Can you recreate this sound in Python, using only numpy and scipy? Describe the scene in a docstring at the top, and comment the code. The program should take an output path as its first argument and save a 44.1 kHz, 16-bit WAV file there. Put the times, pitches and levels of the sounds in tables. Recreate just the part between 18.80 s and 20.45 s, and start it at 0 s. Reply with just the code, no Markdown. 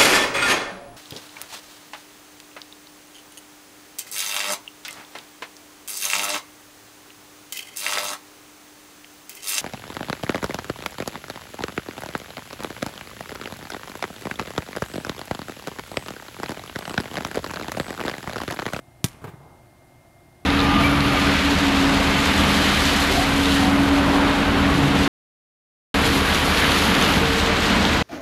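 """Inside an air-supported sports dome, a football is kicked hard close by while blowers rumble and whine.
The boot's slap is a filtered click plus a noise burst; the thump and ping are dying cosine waves.
Turf scatter and crisp reflections follow, then roof echoes, strongest about a fifth of a second later:
copies of thump and ping, each with a dull noise burst. Fading noise makes the hall's tail, a sine with
rising pitch makes a low boom, and a swell of noise makes a late return from the far end."""
import sys
import numpy as np
from scipy import signal
from scipy.fft import rfft, irfft
from scipy.io import wavfile

SR = 44100
rng = np.random.default_rng(int(sys.argv[2]) if len(sys.argv) > 2 else 0)


def to_wav(sig):
    """Store sig (one row per channel, or 1-D mono) as 16-bit WAV at the path in sys.argv[1].

    Samples outside -1..1 are clipped; the rate is SR.
    """
    pcm = np.clip(np.atleast_2d(sig), -1, 1) * 32767
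    pcm = np.round(pcm).astype(np.int16)
    wavfile.write(sys.argv[1], SR, pcm.T)  # frames by channels


N = 72765
TIME = np.arange(N) / SR   # seconds

# Rush of air from the blowers, relative colour: (f/Hz, level/dB per Hz)
BLOWER_COLOUR = [(15, -49), (25, -12), (122, -0.5), (156, -6.5), (173, -12), (274, -9.5), (322, -8.5),
                 (349, -12.5), (378, -10.5), (410, -21), (495, -18), (684, -8), (970, -19.5), (2010, -24.5),
                 (2170, -27), (2490, -28.5), (6920, -33.5), (10400, -31.5), (15500, -38)]
# Steady blower tones: (f/Hz, rms level/dB)
BLOWER_TONES = [(118.4, -68.5), (355.3, -66.5), (672.9, -75.5), (2115.7, -67)]
# Slap of the ball's skin, also used for the turf, relative colour: (f/Hz, level/dB per Hz)
SLAP_COLOUR = [(200, -28), (500, -5), (1000, -30), (2000, 0.5), (2700, 1), (4000, 3), (6500, 3.5),
               (11500, 4), (12600, -6), (13700, 3.5), (16000, -18)]
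# Thump of the ball, before the push smooths it: (f/Hz, level/dB, time to fall 60 dB: t60/s)
THUMP_MODES = [(120, -9.5, 0.046), (161.7, -16, 0.065), (255, -23, 0.071), (358, -26, 0.088)]
# Ping of the ball's air and skin: (f/Hz, level/dB, t60/s)
PING_MODES = [(455.4, -37.5, 0.054), (652, -35.5, 0.092), (796, -39, 0.082), (900, -51, 0.36),
              (966, -43, .12), (1147, -42, 0.14), (1306, -34.5, 0.077), (1600, -37.5, 0.11),
              (1960, -38.5, 0.12), (2302, -40, 0.094), (3025, -67, 0.23), (3470, -35, 0.078),
              (3650, -29, 0.046), (4030, -34, 0.045)]
# Reverberation of the dome, one octave-wide band a row: (f/Hz, starting level/dB, t60/s)
HALL_BANDS = [(61.4, -47, 0.61), (116, -48, 1.4), (251, -51.5, 0.88), (510, -60, 3.9), (1000, -54.5, 2.8),
              (2000, -50.5, 0.74), (3970, -60.5, 1.15), (8400, -57, 0.81)]
# Crisp reflections of the smack from things nearby: (t/s, level/dB against the smack)
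NEAR_REFLECTIONS = [(0.2616, -18.5), (.285, -24.5), (0.316, -37), (0.331, -36)]
# Echoes from the roof:
# (t/s, thump level/dB against the kick, scatter level/dB, scatter t60/s, scatter cut-off f/Hz)
ROOF_ECHOES = [(0.3434, -27.5, -56, .1, 2500), (0.416, -26, -46, 0.3, 6010), (0.427, -25, -48, 0.16, 5900),
               (0.4407, -19, -30, 0.071, 6500), (.4490, -17.5, -37.5, 0.18, 2000),
               (.4700, -34, -36, 0.089, 4900), (0.477, -18.5, -37.5, 0.2, 3054),
               (.4890, -22.5, -40, 0.089, 8770), (0.513, -34.5, -51, 0.39, 1600),
               (0.5368, -20, -43, 0.29, 900), (0.603, -37, -52, 0.26, 1240)]
# Scatter from the roof, relative colour before each echo's cut-off: (f/Hz, level/dB per Hz)
SCATTER_COLOUR = [(120, -25), (260, -8), (410, -3), (530, -9.5), (800, -8), (1500, -14), (2500, -19.5),
                  (5000, -30), (10000, -26.5), (16000, -18)]
# Late, smeared return from the far end, relative colour: (f/Hz, level/dB per Hz)
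FAR_COLOUR = [(70, -10), (155, -4), (260, -14), (450, -6), (850, -1), (1400, -19), (3000, -42)]

BLOWERS_DB = -53
TONE_WAVER_DB, TONE_WAVER_HZ = 0.6, 5   # rms size and top speed of the waver
KICK_S = 0.2427
CRACK_DB, CRACK_LOW_HZ, CRACK_HIGH_HZ = 8.5, 1190, 7400   # click height before its filters
SLAP_DB, SLAP_T60_S = -17.5, 0.035
CONTACT_S = 0.0022   # length of the push that sets the ball thumping
THUMP_LOW_CUT_HZ = 73   # low cut of the microphone, which thins the thump's deepest bass
TURF_DB, TURF_T60_S = -34.5, 0.15
HALL_BUILD_S = 0.016
ECHO_RISE_S, ECHO_THUMP_CUT_HZ = 0.0019, 214
ECHO_PING_DB, ECHO_PING_CUT_HZ = 29.5, 770   # ping gain on top of each echo's scatter level
BOOM_S, BOOM_LENGTH_S, BOOM_DB = 0.62, 0.09, -47   # centre, centre to 1/e of the peak, level
BOOM_HZ, BOOM_RISE_HZ_PER_S = 141, 289.3   # pitch at the centre and how fast it climbs
BOOM_WAVER_DB, BOOM_WAVER_HZ, BOOM_WAVER_RAD = 3.5, 24.7, 0.5
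FAR_S, FAR_WIDTH_S, FAR_DB = 0.686, 0.1, -51.5   # centre, centre to 1/e of the peak, level
CUTOFF_HZ = 15600


def from_db(db):
    """Turn decibels into a gain."""
    return 10 ** (np.asarray(db) / 20)


def rms_one(x):
    """Scale a sound to an rms (average strength) of 1."""
    return x / np.sqrt(np.mean(x ** 2) + 1e-20)


def filtered(x, hz, kind, order=2):
    """Keep only the low, high or band part of a sound, with a Butterworth filter."""
    sos = signal.butter(order, np.clip(hz, 2, 0.45 * SR), kind, fs=SR, output="sos")
    return signal.sosfilt(sos, x + 1e-18)


def noise(colour):
    """Random hiss shaped to the given colour, rms 1."""
    hz, db = np.transpose(colour)
    bins_hz = np.maximum(np.fft.rfftfreq(N, 1 / SR), 1)
    gain = from_db(np.interp(np.log(bins_hz), np.log(hz), db))
    return rms_one(irfft(rfft(rng.standard_normal(N)) * gain, N))


def drift(hz):
    """Random wander, mostly slower than hz, rms 1."""
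    return rms_one(filtered(rng.standard_normal(N), hz, "low"))


def dying(start, t60):
    """Envelope that jumps to 1 and falls 60 dB in t60 seconds."""
    return (TIME >= start) * from_db(-60 * np.maximum(TIME - start, 0) / t60)


def rising(start, length):
    """Envelope that climbs from 0 to 1."""
    return np.clip((TIME - start) / length, 0, 1)


def swell(centre, width):
    """Bell-shaped envelope."""
    return np.exp(-((TIME - centre) / width) ** 2)


def at(x, start):
    """Place a sound at its starting time."""
    return np.concatenate([np.zeros(int(start * SR)), x])[:N]


def ring(modes, in_step):
    """Struck modes dying away from time zero, in step or each at a random phase."""
    out = 0
    for hz, db, t60 in modes:
        cycles = hz * TIME + (0 if in_step else rng.random())
        out = out + from_db(db) * dying(0, t60) * np.cos(2 * np.pi * cycles)
    return out


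def blowers():
    """Steady rush of air with a few slightly wavering tones."""
    out = from_db(BLOWERS_DB) * noise(BLOWER_COLOUR)
    for hz, db in BLOWER_TONES:
        level_db = db + TONE_WAVER_DB * drift(TONE_WAVER_HZ)
        tone = np.sqrt(2) * np.sin(2 * np.pi * (hz * TIME + rng.random()))   # rms 1
        out = out + from_db(level_db) * tone
    return out


def smack():
    """First touch of the boot: one sharp crack and a brief slap of the skin."""
    click = -from_db(CRACK_DB) * (TIME == 0)
    crack = filtered(click, CRACK_HIGH_HZ, "low")
    crack = filtered(crack, CRACK_LOW_HZ, "high", order=1)
    slap = from_db(SLAP_DB) * dying(0, SLAP_T60_S) * noise(SLAP_COLOUR)
    return crack + slap


def thump():
    """The soft push of the boot sets the low modes of the ball swinging."""
    push = np.sin(np.pi * TIME[TIME < CONTACT_S] / CONTACT_S)
    modes = ring(THUMP_MODES, in_step=True)
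    swing = -signal.fftconvolve(modes, push / push.sum())[:N]
    return filtered(swing, THUMP_LOW_CUT_HZ, "high")


def ball_ping():
    """The air and skin of the ball ring at many pitches, each from a random phase."""
    return ring(PING_MODES, in_step=False)


def turf():
    """Scatter from the turf: a fading noise with the colour of the slap."""
    return from_db(TURF_DB) * dying(KICK_S, TURF_T60_S) * noise(SLAP_COLOUR)


def hall():
    """Diffuse tail of the dome: octave bands of noise, each dying at its own rate."""
    tail = 0
    for hz, db, t60 in HALL_BANDS:
        edges_hz = [hz / np.sqrt(2), hz * np.sqrt(2)]
        band = rms_one(filtered(rng.standard_normal(N), edges_hz, "band"))
        tail = tail + from_db(db) * dying(KICK_S, t60) * band
    return tail * rising(KICK_S, HALL_BUILD_S)


def near_reflections(bright):
    """A few near surfaces mirror the smack as later, weaker copies."""
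    return sum(from_db(db) * at(bright, start) for start, db in NEAR_REFLECTIONS)


def roof(low, ping):
    """The roof returns dulled copies of thump and ping, each with a dull burst of scattered noise."""
    low = filtered(low, ECHO_THUMP_CUT_HZ, "low")
    ping = from_db(ECHO_PING_DB) * filtered(ping, ECHO_PING_CUT_HZ, "low")
    out = 0
    for start, thump_db, scatter_db, t60, cut_hz in ROOF_ECHOES:
        scatter = filtered(noise(SCATTER_COLOUR), cut_hz, "low", order=1)
        scatter = scatter * rising(start, ECHO_RISE_S) * dying(start, t60)
        out = out + from_db(thump_db) * at(low, start)
        out = out + from_db(scatter_db) * (scatter + at(ping, start))
    return out


def boom():
    """A low boom held by the dome: one sine that swells and fades as its pitch creeps up."""
    pitch_hz = BOOM_HZ + BOOM_RISE_HZ_PER_S * (TIME - BOOM_S)
    phase = 2 * np.pi * np.cumsum(pitch_hz) / SR
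    level_db = BOOM_DB + BOOM_WAVER_DB * drift(BOOM_WAVER_HZ)
    wave = np.sin(phase + BOOM_WAVER_RAD * drift(BOOM_WAVER_HZ))
    return from_db(level_db) * swell(BOOM_S, BOOM_LENGTH_S) * wave


def far_end():
    """The late return from the far end, smeared into a swell of noise."""
    return from_db(FAR_DB) * swell(FAR_S, FAR_WIDTH_S) * noise(FAR_COLOUR)


def scene():
    """The blowers, the kick and everything the dome sends back, in mono."""
    bright, low, ping = smack(), thump(), ball_ping()
    kick = at(bright + low + ping, KICK_S)
    nearby = turf() + near_reflections(bright)
    dome = hall() + roof(low, ping) + boom() + far_end()
    return (blowers() + kick + nearby + dome)[None]


def record(dry):
    """Cut the very top of the sound steeply."""
    sos = signal.ellip(10, 0.1, 80, CUTOFF_HZ, fs=SR, output="sos")   # 0.1 dB ripple, 80 dB cut
    return signal.sosfilt(sos, dry)


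dry = scene()
out = record(dry)
to_wav(out)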